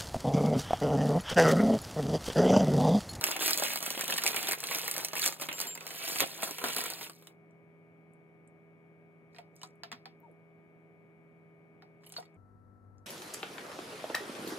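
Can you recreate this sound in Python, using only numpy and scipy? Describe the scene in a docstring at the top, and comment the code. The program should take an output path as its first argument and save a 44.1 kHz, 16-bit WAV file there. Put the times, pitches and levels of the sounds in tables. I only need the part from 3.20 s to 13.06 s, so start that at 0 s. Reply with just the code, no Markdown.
"""A plastic bag of frozen peas crackles and snaps as it is squeezed, tipped and laid down: noise bursts.
Meanwhile two peas ring a small ceramic bowl: sine tones that die away, each damped by a later pea.
Then a water bottle ticks with short noises, a wooden spoon knocks and scrapes the bowl's rim (clicks, damped
tones and noise), and the bottle gulps once, a tone that slides down, before the last knocks and ticks.
A fridge hums throughout over dull air noise and faint hiss; near the end, from another spot, its hum is slower."""
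import sys
import numpy as np
from scipy import signal
from scipy.fft import rfft, irfft, next_fast_len
from scipy.io import wavfile
from scipy.ndimage import uniform_filter1d

SR = 44100
rng = np.random.default_rng(int(sys.argv[2]) if len(sys.argv) > 2 else 0)


def transcribe(u):
    """Save the signal u as a 16-bit wav file named by the first command-line argument.

    u: samples, shape (n,) or (channels, n), limited to [-1, 1]; the rate is SR.
    q: integer samples, one column per channel.
    """
    v = np.clip(np.atleast_2d(u).T, -1, 1)
    q = np.round(v * 32767).astype(np.int16)
    wavfile.write(sys.argv[1], SR, q)


N = 434824


def amp(db):
    """Turn decibels into a gain."""
    return 10 ** (np.asarray(db) / 20)


def unit(x):
    """Scale a signal to an rms of 1."""
    return x / np.sqrt(np.mean(x ** 2) + 1e-20)


def along(points, hz):
    """Read a curve of (frequency [Hz], value) points on a log frequency axis."""
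    point_hz, value = np.transpose(points)
    return np.interp(np.log(hz + 1), np.log(point_hz + 1), value)


def curves(rows):
    """Draw each column after the time as a curve with one value per sample."""
    times, *columns = np.transpose(rows)
    return [np.interp(np.arange(N) / SR, times, column) for column in columns]


def filtered(x, response):
    """Multiply the spectrum of x by a complex response of frequency."""
    size = next_fast_len(N + SR // 2)
    return irfft(rfft(x, size) * response(np.fft.rfftfreq(size, 1 / SR)), size)[..., :N]


def coloured(x, spectrum):
    """Give x the colour of a spectrum; white noise keeps its power."""
    return filtered(x, lambda hz: unit(amp(along(spectrum, hz))))


def add(track, s, sound):
    """Mix a sound into the track at a time in seconds."""
    track[round(s * SR):][:len(sound)] += sound


def around(hz, t, size):
    """Noise gathered near one frequency; a larger size makes the band narrower."""
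    smooth = uniform_filter1d(rng.standard_normal(len(t)), size=size)
    smooth = uniform_filter1d(smooth, size=size)
    return unit(smooth) * np.sin(2 * np.pi * hz * t + 1)


def patchy(x, depth_db):
    """Short patches of the spectrum swell and sink at random; rms 1."""
    z = signal.stft(x, nperseg=128)[2]
    field = uniform_filter1d(rng.standard_normal(z.shape), size=6, axis=0)
    field = uniform_filter1d(field, size=4, axis=1)
    return unit(signal.istft(z * amp(depth_db * unit(field)), nperseg=128)[1][:N])


def crackle(spectrum, per_s, spread_db, life_s, smooth):
    """Random bursts, some louder than the rest, over a smooth share of noise; rms 1."""
    draw = rng.random((2, N))
    starts = (draw[0] < per_s / SR) * amp(-spread_db * np.log(draw[1] + 0.018))
    envelope = signal.lfilter([1], [1, -np.exp(-1 / (life_s * SR))], starts)
    noise = (unit(envelope) + smooth) * rng.standard_normal(N)
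    return patchy(coloured(noise, spectrum), depth_db=3.0)


def struck(fade, noise):
    """Noise under a decay, with exactly the decay's energy."""
    return fade * noise * np.linalg.norm(fade) / np.linalg.norm(fade * noise)


def ringing(modes, t):
    """Every blow stirs the modes at new strengths; held loosely, they ring with wandering phases."""
    line_width_hz = 12
    steps = rng.standard_normal((len(modes), len(t)))
    wander = np.sqrt(2 * np.pi * line_width_hz / SR) * np.cumsum(steps, axis=1)
    out = np.zeros(len(t))
    for (hz, db, t60), drift in zip(modes, wander):
        out += amp(db + rng.normal(0, 1.5) - 60 * t / t60) * np.sin(2 * np.pi * hz * t + drift)
    return out


def stroke(s, length_s, db, rise, fall):
    """Gain that climbs to db at s, holds, then falls; slopes in dB per s."""
    t = np.arange(N) / SR - s
    return amp(db - rise * np.maximum(-t, 0) - fall * np.maximum(t - length_s, 0))


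def hiss():
    """A very faint steady hiss: noise partly common to both channels."""
    # colour of the hiss: (frequency [Hz], relative level [dB])
    hiss_colour = [(2000, -21.5), (4000, 1), (8000, -2), (11000, 0.5), (12900, -0.5), (13500, -5.5),
                   (15500, -16.5)]
    shared, left, right = rng.standard_normal((3, N))
    return amp(-93.5) * unit(coloured(shared + 1.1 * np.array([left, right]), hiss_colour))


def fridge():
    """Steady multiples of the motor speed over dull air noise, a little different in each channel."""
    # strength of the hum's tones, one list per listening spot: (multiple of motor speed, relative level [dB])
    tones = [(1, -33), (2, 0), (3, -17.5), (4, -9.5), (5, -3), (6, -20.5), (7, -15), (8, -14), (9, -18.5),
             (10, -36.5), (11, -23), (12, -21.5), (13, -31.5), (14, -26.5), (15, -16), (16, -26),
             (17, -33.5), (18, -30.5), (19, -28.5), (20, -25), (21, -29.5), (22, -32.5), (23, -31),
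             (24, -29), (25, -29), (27, -10), (28, -38.5), (29, -16.5), (30, -21)], [(1, -13), (2, 3),
             (3, -20), (4, -9), (5, -6.5), (6, -12), (7, -16), (8, -15.5), (9, -20), (10, -14), (11, -27.5),
             (12, -29.5), (13, -27.5), (14, -31.5), (15, -16.5), (16, -36.5), (17, -36), (18, -33),
             (19, -24), (20, -28.5), (21, -27.5), (22, -32.5), (23, -40), (25, -27), (26, -37), (27, -8),
             (28, -27), (29, -39), (30, -31.5)]
    # colour of the air noise, one list per listening spot: (frequency [Hz], relative level [dB])
    air_colour = ([(25, -46.5), (60, -30), (107, -8), (152, -5.5), (250, -8), (500, -12), (750, -14.5),
                  (900, -22.5), (1300, -25.5), (2300, -28), (2700, -33), (3500, -41.5), (4500, -60.5),
                  (6000, -95)], [(25, -29), (60, -14), (96, -0.5), (148, -10), (240, -13), (741, -23.5),
                  (1240, -28.5), (1900, -34), (2300, -44), (3000, -55), (5000, -94)])
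    move_s = 9.165  # the listening spot changes
    # one value per spot:
    motor_hz, hum_level_db, air_level_db = (81.72, 49.03), (-60.5, -61), (-64, -62.5)
    pan_to_left_db = (-.3, 2.5)
    air_shared = (0.83, 0.4)  # noise common to both channels, against 1 for each one's own
    t, cycle = np.arange(N) / SR, np.linspace(0, 1, num=4097)
    moved = np.clip((t - move_s) / 0.003, 0, 1)
    out = np.zeros((2, N))
    for spot, pan_db in enumerate(pan_to_left_db):
        turn = np.zeros((2, len(cycle)))  # one revolution of the motor
        for k, db in tones[spot]:
            # higher tones differ more between left and right
            lean = np.tanh((k * motor_hz[spot] / 1400) ** 2) * np.array([[1], [-1]])
            phase = 2 * np.pi * (k * cycle + rng.random()) + 1.145 * lean
            turn += amp(db + 4.24 * lean) * np.sin(phase)
        hum = np.array([np.interp(motor_hz[spot] * t % 1, cycle, row) for row in turn])
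        shared, left, right = rng.standard_normal((3, N))
        noise = np.array([left, right]) + air_shared[spot] * shared
        air = unit(coloured(noise, air_colour[spot]))
        here = moved if spot else 1 - moved
        pan = amp([[pan_db], [-pan_db]])
        out += here * pan * (amp(hum_level_db[spot]) * unit(hum) + amp(air_level_db[spot]) * air)
    return out


def bottle():
    """Plastic ticks are tiny bright noises; the one gulp is a tone whose pitch holds, then slides down."""
    # small ticks of the plastic: (time [s], level before the fade [dB], centre [Hz])
    ticks = [(4.3094, -64, 6940), (4.9354, -58, 9100), (5.2761, -52, 8440), (6.3574, -50, 12560),
             (6.3644, -46, 7100), (6.3854, -58, 7630), (6.395, -52, 7100), (6.4733, -49, 7400),
             (6.488, -60, 8500), (6.5555, -61, 9770), (7.0023, -55, 12970), (7.1149, -67, 10230),
             (8.8605, -56, 8040), (8.864, -41.5, 11000), (8.8695, -50, 13000), (8.873, -43, 10200),
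             (8.8932, -42, 14300), (8.8942, -45, 8450), (8.9002, -54, 8000), (8.9226, -34, 9900),
             (8.978, -41, 12100), (9, -42, 10000), (9.0544, -63, 10950), (9.1444, -68, 7950),
             (9.7826, -61, 6035)]
    tick_t60_s = 0.006
    gulp_s, gulp_length_s, gulp_db, gulp_fade = 7.028, 0.105, -57, 15  # fade in dB per s
    gulp_hz, hold_s, sag_octaves_per_s = 945, 0.037, 27
    out, t = np.zeros(N + SR), np.arange(3000) / SR
    for s, db, hz in ticks:
        fade = amp(db - 60 * t / tick_t60_s) * (1 - np.exp(-t / 0.00011))
        add(out, s, fade * around(hz, t, size=10))
    t = np.arange(round(gulp_length_s * SR)) / SR
    sagging = .007 * np.logaddexp(0, (t - hold_s) / .007)  # the slide sets in gently
    turn = 2 * np.pi * np.cumsum(gulp_hz * 2 ** (-sag_octaves_per_s * sagging)) / SR
    flutter = 1 + 0.25 * unit(uniform_filter1d(rng.standard_normal(len(t)), size=400))
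    ends = np.clip(np.minimum(t / 0.0026, (t[-1] - t) / 0.017), 0, 1)
    add(out, gulp_s, amp(gulp_db - gulp_fade * t) * ends * flutter * np.sin(turn))
    return out[:N]


def spoon():
    """Wood on ceramic: a click, rim modes near its colour, a hollow cup note, a bright crack; also scrapes."""
    # spoon contacts: (time [s], click [dB], click centre [Hz], ring of the rim [dB],
    # hollow knock [dB], its note [Hz], treble [dB]); levels before colour and fades
    knocks = [(6.1469, -58, 1880, -53, -59, 735, -71), (6.1636, -53.5, 2120, -57, -59.5, 727, -75.5),
              (6.1851, -46, 2750, -63, -41.5, 706, -50), (6.4158, -53, 2870, -58, -58, 717, -47),
              (6.4326, -45.5, 1054, -39, -45.5, 757, -38.5), (6.6349, -36, 2930, -56, -41.5, 678, -48.5),
              (6.717, -36.5, 1956, -45.5, -48, 700, -40.5), (6.726, -37.5, 1520, -53, -50, 229, -47),
              (6.8567, -42.5, 2494, -58, -45.5, 762, -61.5), (8.6226, -53, 1436, -63, -53, 734, -89.5),
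              (8.867, -61, 2920, -59, -65, 720, -59), (8.9, -60, 3220, -61.5, -68, 720, -66),
              (8.9226, -57, 1500, -61, -56, 740, -45), (8.9394, -51, 3060, -59, -67, 725, -51),
              (8.965, -39, 4180, -43.5, -55, 720, -63), (8.9765, -52, 4300, -56, -67, 710, -60),
              (8.9814, -58, 1330, -48, -34, 737, -58), (9.0264, -54, 1320, -56, -63, 697, -62),
              (9.054, -63, 4240, -69, -72, 715, -75)]
    # tones of the spoon's cup: (multiple of its note, relative level [dB], time to fall 60 dB [s])
    cup_tones = [(.33, -17, 0.076), (.65, -7.5, 0.054), (1, 5, 0.087), (1.28, -2, 0.052), (1.95, -6, 0.043)]
    # the damped rim: (frequency [Hz], relative level [dB], time to fall 60 dB [s] at the firmest contact)
    rim_modes = [(1012, 4, 0.042), (1080, -14, 0.057), (1272, -3.5, 0.17), (1466, 0, 0.067),
                 (1854, 1, 0.078), (2430, 10, 0.064), (2610, -9, 0.1), (3000, 14, 0.045), (3340, -3, 0.025),
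                 (3790, 16, 0.03), (4460, 17, 0.046), (4800, -8, 0.049)]
    # scrapes on the rim: (time [s], length [s], level before the noise parts are summed [dB])
    scrapes = [(6.148, 0.034, -77), (6.365, 0.0092, -76.5), (6.433, .012, -63), (8.842, .02, -69.5),
               (8.925, 0.027, -68), (8.962, 0.05, -66)]
    # colour of the wood: (frequency [Hz], relative level [dB])
    wood_colour = [(250, -30), (800, 3), (2000, 3), (3500, -1), (5000, 3), (7000, -24)]
    # colour of the spoon's treble on the glaze: (frequency [Hz], relative level [dB])
    glaze_colour = [(2500, -11), (4200, 5), (8000, 0), (10000, -6.5), (12500, -11.5), (15500, -17)]
    click_t60_s = 0.013  # at 2 kHz, longer for lower clicks
    rim_reach_db = 37.5  # a mode loses this much per octave from the centre of the click
    light_damping = 0.21  # dB of ring time lost per dB that a contact is lighter than the firmest
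    firmest_db = max(row[3] for row in knocks)
    out, wood, bright = np.zeros((3, N + SR))
    t = np.arange(SR // 5) / SR
    for s, click_db, hz, rim_db, hollow_db, note_hz, treble_db in knocks:
        burst = rng.standard_normal((2, len(t)))
        fade = amp(-3 - 60 * t / 0.0031)
        fade += amp(-60 * t / (click_t60_s * np.sqrt(2000 / hz)))
        fade += amp(-17.0 - 60 * t / 0.19)
        click = struck(fade, 0.88 * burst[0] + 0.37 * around(hz, t, size=18))
        add(wood, s, amp(click_db) * click)
        lasts = amp(light_damping * (rim_db - firmest_db))
        near = [(f, db - rim_reach_db * abs(np.log2(f / hz)), t60 * lasts) for f, db, t60 in rim_modes]
        add(out, s, amp(rim_db) * (1 - np.exp(-t / 0.00073)) * ringing(near, t))
        cup = [(k * note_hz, db, t60) for k, db, t60 in cup_tones]
        swell = 1 - np.exp(-t / 0.0045)
        add(out, s, amp(hollow_db) * swell * ringing(cup, t))
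        add(bright, s, amp(treble_db - 60 * t / 0.016) * burst[1])
    strokes = sum(stroke(*row, rise=630, fall=330) for row in scrapes)
    treble_scrape = crackle(glaze_colour, per_s=200, spread_db=1, life_s=0.0014, smooth=0.49)
    dull_scrape = amp(-1) * crackle(wood_colour, per_s=160, spread_db=6, life_s=0.002, smooth=0.4)
    scrape = strokes * (treble_scrape + dull_scrape)
    return out[:N] + coloured(wood[:N], wood_colour) + coloured(bright[:N], glaze_colour) + scrape


def bowl():
    """The glazed bowl rings as clean fading tones until another pea lands on it and damps them."""
    # a pea rings the bowl: (time [s], level [dB], time when the next pea damps it [s])
    pings = [(2.33, -45.5, 2.38), (2.47, -41, 2.553)]
    # tones of the bowl: (frequency [Hz], level over the ping's [dB], time to fall 60 dB if undamped [s])
    bowl_tones = [(3025, -11, 0.4), (3092, -9, 0.25), (7378, 0.5, 0.93), (13188, -2, 0.13),
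                  (13242, -1, 0.16)]
    out, t = np.zeros(N + SR), np.arange(SR // 4) / SR
    for s, db, stop in pings:
        ring = sum(amp(level - 60 * t / t60) * np.sin(2 * np.pi * hz * t) for hz, level, t60 in bowl_tones)
        damping_db = 60 * np.maximum(t - (stop - s), 0) / 0.015
        add(out, s, amp(db - damping_db) * ring)
    return out[:N]


def bag():
    """Film, peas and bag body crackle under the hands; a snap excites all three, the low parts lasting longer."""
    # the hands working the bag: (time [s], film crackle before hushes [dB], body of the bag over the film [dB])
    handling = [(0, -53.5, 9), (.045, -45, 1), (.08, -36.5, -3.5), (.185, -46.5, -0.5), (.215, -30.5, -8),
                (.27, -30, -9.5), (.37, -38, -5.5), (.45, -34, -6.5), (.57, -37.5, -11.5), (.6, -52, -4),
                (.63, -40, -2.5), (.77, -42, -6.5), (.82, -37, -6.5), (.855, -45, -3), (.9, -35, -7),
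                (1.01, -43.5, -6), (1.08, -33.5, -5.5), (1.13, -40, 1), (1.17, -37.5, -6),
                (1.24, -38.5, -3.5), (1.32, -37, -7), (1.37, -51, -1), (1.55, -34.5, -8), (1.62, -40.5, -5),
                (1.84, -42.5, -4), (1.9, -56, 1), (1.96, -41.5, -8), (2.06, -29.5, -12.5), (2.18, -59, -2),
                (2.22, -39.5, -5), (2.275, -54, 1), (2.33, -58.5, 11.5), (2.37, -47.5, -11),
                (2.41, -37.5, -6.5), (2.55, -61.5, 5), (2.75, -45, -7), (2.86, -39.5, -8),
                (2.98, -35.5, -11.5), (3.015, -33.5, 1), (3.06, -45.5, -6), (3.2, -49.5, -1),
                (3.235, -38, -3), (3.36, -47.5, -11), (3.43, -43, -1), (3.46, -37, -2), (3.54, -41, -5.5),
                (3.59, -36.5, -3), (3.77, -48.5, -6), (3.83, -43.5, -2), (3.92, -64, -12), (4.0, -71, -10),
                (4.09, -69, 3), (4.16, -102, 18.5)]
    # loudest folds of the film snapping through: (time [s], sharp edge [dB], slap [dB], thump [dB],
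    # centre of the slap [Hz]); levels before colour
    loud_snaps = [(0.0115, -20.5, -40, -37, 2300), (0.0343, -30.5, -33.5, -36, 1520),
                  (0.04, -9.5, -22.5, -32.5, 2623), (0.0662, -16.5, -34, -37, 1290),
                  (0.1138, -15.5, -41, -42.5, 2490), (0.164, -21.5, -31.5, -40, 2390),
                  (0.1923, -29, -38.5, -45, 3230), (0.2092, -24.5, -37, -36, 2970),
                  (0.2229, -20, -36, -39, 3030), (0.2597, -15.5, -32, -37, 3630),
                  (0.279, -13, -52, -33.5, 2360), (0.2856, -27.5, -50, -38, 2340),
                  (0.308, -16, -42, -42.5, 3020), (0.3753, -14, -49, -40, 2500),
                  (0.398, -15.5, -45, -42, 3000), (0.4231, -24, -51, -26.5, 1380),
                  (0.4362, -15.5, -32.5, -45, 3040), (0.5038, -28.5, -34, -40.5, 2610),
                  (0.5581, -15, -45, -37.5, 990), (0.5731, -22, -40, -43, 2660),
                  (0.605, -28, -43, -50.5, 3040), (0.6271, -17, -41, -39, 1120),
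                  (0.6625, -17, -31.5, -43, 2960), (0.7041, -15.5, -39, -47, 2490),
                  (0.7766, -26, -33.5, -44.5, 2600), (0.7929, -24, -37, -36, 1180),
                  (0.8103, -17, -28.5, -38.5, 1300), (0.8796, -19.5, -31, -45.5, 3770),
                  (0.8989, -24.5, -29, -38, 1300), (0.9224, -26.5, -28, -39.5, 2670),
                  (0.9603, -30.5, -30.5, -42, 1166), (0.9783, -19.5, -31, -47, 3040),
                  (0.9821, -15.5, -27.5, -44.5, 1910), (1.0192, -25, -30.5, -51, 1900),
                  (1.0372, -14.5, -35, -50.5, 1170), (1.058, -26, -31, -31.5, 2390),
                  (1.064, -14, -26, -43, 2390), (1.0762, -12, -28.5, -42.5, 2870),
                  (1.145, -25, -32, -34.5, 2520), (1.1617, -17, -32, -40.5, 2400),
                  (1.1647, -18, -28, -38, 2600), (1.229, -22.5, -35.5, -49, 2400),
                  (1.271, -23, -31, -43.5, 3630), (1.2846, -20, -29, -42.5, 2290),
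                  (1.2892, -14, -34.5, -36, 2360), (1.3117, -16, -31.5, -37, 1980),
                  (1.32, -15.5, -32, -45.5, 2220), (1.3324, -19, -27.5, -47, 1880),
                  (1.4039, -23.5, -45, -56, 1520), (1.4298, -28, -38, -49.5, 1940),
                  (1.4388, -20.5, -31.5, -44, 3050), (1.5113, -23.5, -31.5, -32, 2200),
                  (1.548, -17, -30, -43, 2390), (1.5853, -19, -39, -60, 2340),
                  (1.679, -14.5, -33, -36.5, 1960), (1.713, -15, -38, -47, 2490),
                  (1.74, -25, -47, -47, 2160), (1.7645, -21, -31.5, -46, 1890),
                  (1.78, -16.5, -37, -43, 2380), (1.8481, -14.5, -36, -44.5, 2510),
                  (1.8848, -26.5, -40, -49, 2530), (1.933, -23.5, -34.5, -36, 1550),
                  (1.9542, -21, -33.5, -44, 1480), (1.9649, -30, -34, -39.5, 2510),
                  (1.9953, -17.5, -38, -49, 1950), (2.0143, -25, -38, -51.5, 1190),
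                  (2.0273, -21, -29.5, -46, 3670), (2.0401, -16.5, -31, -36, 1950),
                  (2.0564, -16, -33.5, -40.5, 2590), (2.1244, -27, -41, -58, 1920),
                  (2.1985, -32, -44, -41.5, 2500), (2.2127, -21.5, -49, -39, 2960),
                  (2.2193, -24, -37, -48.5, 2420), (2.2873, -25.5, -28, -35, 2670),
                  (2.3138, -39, -29.5, -38.5, 2425), (2.328, -26, -38, -51, 2400),
                  (2.339, -36, -43, -61, 2810), (2.3824, -31, -41, -45, 2240), (2.402, -18, -38, -41, 1150),
                  (2.4138, -16.5, -38, -48, 2760), (2.5521, -24.5, -47.5, -53, 2400),
                  (2.5753, -34, -39.5, -58, 2380), (2.6076, -34.5, -37.5, -53, 2500),
                  (2.6669, -23.5, -38, -49, 1600), (2.677, -30, -47, -55, 2260),
                  (2.706, -32, -39.5, -48, 2030), (2.8779, -22, -40, -41, 2920),
                  (2.9589, -22, -30.5, -44, 2480), (2.998, -20, -29, -46, 2430),
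                  (3.0045, -8, -23.5, -36, 3170), (3.0104, -15.5, -34, -34, 3200),
                  (3.223, -25, -34, -50.5, 2520), (3.2329, -17, -33, -48, 3670),
                  (3.3098, -21, -45, -40, 2470), (3.3839, -22.5, -37, -39.5, 2980),
                  (3.44, -24.5, -24.5, -23.5, 1167), (3.484, -27, -41, -37.5, 2930),
                  (3.5643, -16, -33, -42.5, 1350), (3.6135, -26, -42, -41.5, 2230),
                  (3.6388, -21.5, -37, -52, 1620), (3.658, -33, -33, -61, 1390),
                  (3.7015, -21, -45, -43.5, 3750), (3.8105, -30, -39, -44, 1580),
                  (3.8645, -44, -41.5, -54, 2430), (3.897, -33, -43, -48.5, 1180),
                  (4.024, -48, -59, -58, 3510), (4.071, -40, -49, -58, 3380)]
    # colours of the film, the peas, the bag's body and the slaps: (frequency [Hz], relative level [dB])
    film_colour = [(3000, -37), (4200, 1.5), (6000, -3), (8000, -4), (11000, -5), (13500, -4.5),
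                   (15500, -8.5)]
    peas_colour = [(900, -45), (1400, -5.5), (1900, 0), (2450, 3.5), (3000, 1), (4000, -0.5), (5500, -23.5)]
    body_colour = [(30, -60), (70, -22), (150, -7), (300, -3), (660, 0.5), (1000, -1.5), (1500, -3.5),
                   (2500, -23.5)]
    slap_colour = [(450, -31), (950, -1.5), (2400, 0), (4000, -1), (5500, -26.5)]
    peas_db, peas_follow = -1, 0.3  # sliding peas over the film; share of the body's swing that they follow
    hush_depth_db, hush_s = -3, 0.0095  # the film stiffens and the rustle sinks just before a loud snap
    small_snaps = 30  # lesser snaps, at random while the bag is handled
    small_db, small_spread_db = (9.5, 1.5, 3), 1  # edge, slap and thump over their rustle; scatter
    edge_range_hz = (5500, 14000)  # an edge is brightest somewhere in this range
    small_slap_hz = (1206, 3530)  # range for the centre of a lesser slap
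    fold_s, fold_db = 0.0012, 5  # a slap is a clump of small folds: their length, scatter of their strength

    film_db, over_db = curves(handling)
    levels = film_db + np.array([0 * over_db, peas_db + peas_follow * over_db, over_db])
    end = round(handling[-1][0] * SR)
    before = np.array([row[0] for row in loud_snaps])[:, None] - np.arange(end) / SR
    hush_db = hush_depth_db * np.max(np.exp(-np.abs(before) / hush_s) * (before > 0), axis=0)
    film, peas, body = np.pad(amp(levels[:, :end] + hush_db), ((0, 0), (0, N - end)))
    rustle = film * crackle(film_colour, per_s=740, spread_db=7.5, life_s=0.0004, smooth=0.98)
    rustle += peas * crackle(peas_colour, per_s=610, spread_db=3, life_s=.001, smooth=1.0)
    rustle += body * crackle(body_colour, per_s=230, spread_db=5.5, life_s=.003, smooth=1.0)

    small = []
    for share in rng.random(small_snaps):
        snap_db = levels[:, int(share * end)] + small_db + small_spread_db * rng.standard_normal(3)
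        small.append((share * end / SR, *snap_db, rng.uniform(*small_slap_hz)))

    edge, slap, thump = np.zeros((3, N + SR))
    t = np.arange(3000) / SR
    # a spike, then the fold settles
    spike = (1 - np.exp(-t / .0006)) * (amp(-60 * t / .004) + amp(-21 - 60 * t / .025))
    slap_fade = amp(-60 * t / 0.015) + amp(-10.0 - 60 * t / 0.038)
    thump_fade = amp(-60 * t / 0.025) + amp(-8.5 - 60 * t / 0.089)
    for s, edge_db, slap_db, thump_db, slap_hz in [*loud_snaps, *small]:
        burst = rng.standard_normal((3, len(t)))
        folds = amp(fold_db * np.interp(t / fold_s, np.arange(100), rng.standard_normal(100)))
        crack = spike * (1.2 * burst[0] + 0.78 * around(rng.uniform(*edge_range_hz), t, size=7))
        add(edge, s, amp(edge_db) * crack / np.abs(crack).max())
        clump = folds * (0.73 * burst[1] + 0.58 * around(slap_hz, t, size=30))
        add(slap, s, amp(slap_db) * (1 - np.exp(-t / 0.00068)) * struck(slap_fade, clump))
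        add(thump, s, amp(thump_db) * struck(thump_fade, burst[2]))
    snaps = coloured(edge[:N], film_colour) + coloured(slap[:N], slap_colour)
    return rustle + snaps + coloured(thump[:N], body_colour)


def echoes(x):
    """The kitchen's answer: a new random tail for each third of a second; each frequency dies at its own speed."""
    # how fast the room falls silent: (frequency [Hz], time to fall 60 dB [s])
    room_decay = [(200, 0.096), (2000, 0.071), (10000, 0.079)]
    out, step = np.zeros(N + 2 * SR), SR // 3
    for start in range(0, N, step):
        hz, t, z = signal.stft(rng.standard_normal(SR // 3), SR, nperseg=256)
        fading = z * amp(-60 * t / along(room_decay, hz)[:, None])
        tail = signal.istft(fading, SR, nperseg=256)[1]
        answer = signal.fftconvolve(x[start:start + step], tail / np.linalg.norm(tail))
        add(out, start / SR + .002, answer)
    return out[:N]


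def ports(x):
    """Two close ports share direct sound and echoes; a scattered part differs, and timing and level vary by pitch."""
    # how alike left and right are: (frequency [Hz], likeness [0 to 1])
    alike = [(150, 0.55), (520, 0.86), (900, 0.43), (2000, 0.14), (3300, 0.3), (4300, 0.92), (4900, 0.96),
             (5900, 0.98), (6500, 0.88), (8300, 0.99), (13000, .9), (14500, 1)]
    # how far the right port leads: (frequency [Hz], phase [radians])
    right_lead = [(500, -.4), (2500, -.3), (3400, 1.1), (4300, 2.4), (5000, 3.08), (5800, 3.22),
                  (6900, 5.1), (7800, 6.28)]
    # what the left port gains and the right loses: (frequency [Hz], level [dB])
    left_gain = [(500, -0.6), (1200, 1.5), (1600, -0.4), (2700, -2), (3400, -0.5), (9000, -0.26),
                 (12000, -0.45)]
    side = np.array([[1], [-1]])
    shared, apart = x + amp(-8) * echoes(x), echoes(x)

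    def spread(hz):
        """Angle that splits the sound between shared and scattered parts."""
        return np.arccos(np.clip(along(alike, hz), 0, 1)) / 2

    def port(hz):
        """Response of each port, with its phase and level."""
        bass = hz ** 2 / (hz ** 2 + 70 ** 2)  # the small ports pass little deep bass
        return bass * np.exp(-.5j * side * along(right_lead, hz)) * amp(side * along(left_gain, hz))

    together = filtered(shared, lambda hz: np.cos(spread(hz)) * port(hz))
    return together + filtered(apart, lambda hz: side * np.sin(spread(hz)) * port(hz))


def scene():
    """Bag, bowl, spoon and bottle sound in the room; hum and hiss are added straight to both channels."""
    return ports(bag() + bowl() + spoon() + bottle()) + fridge() + hiss()


def record(dry):
    """Fade out the treble just below a band limit and keep nothing above it."""
    top_hz = 15900
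    return filtered(dry, lambda hz: np.clip((top_hz - hz) / 150, 0, 1))


dry = scene()
out = record(dry)
transcribe(out)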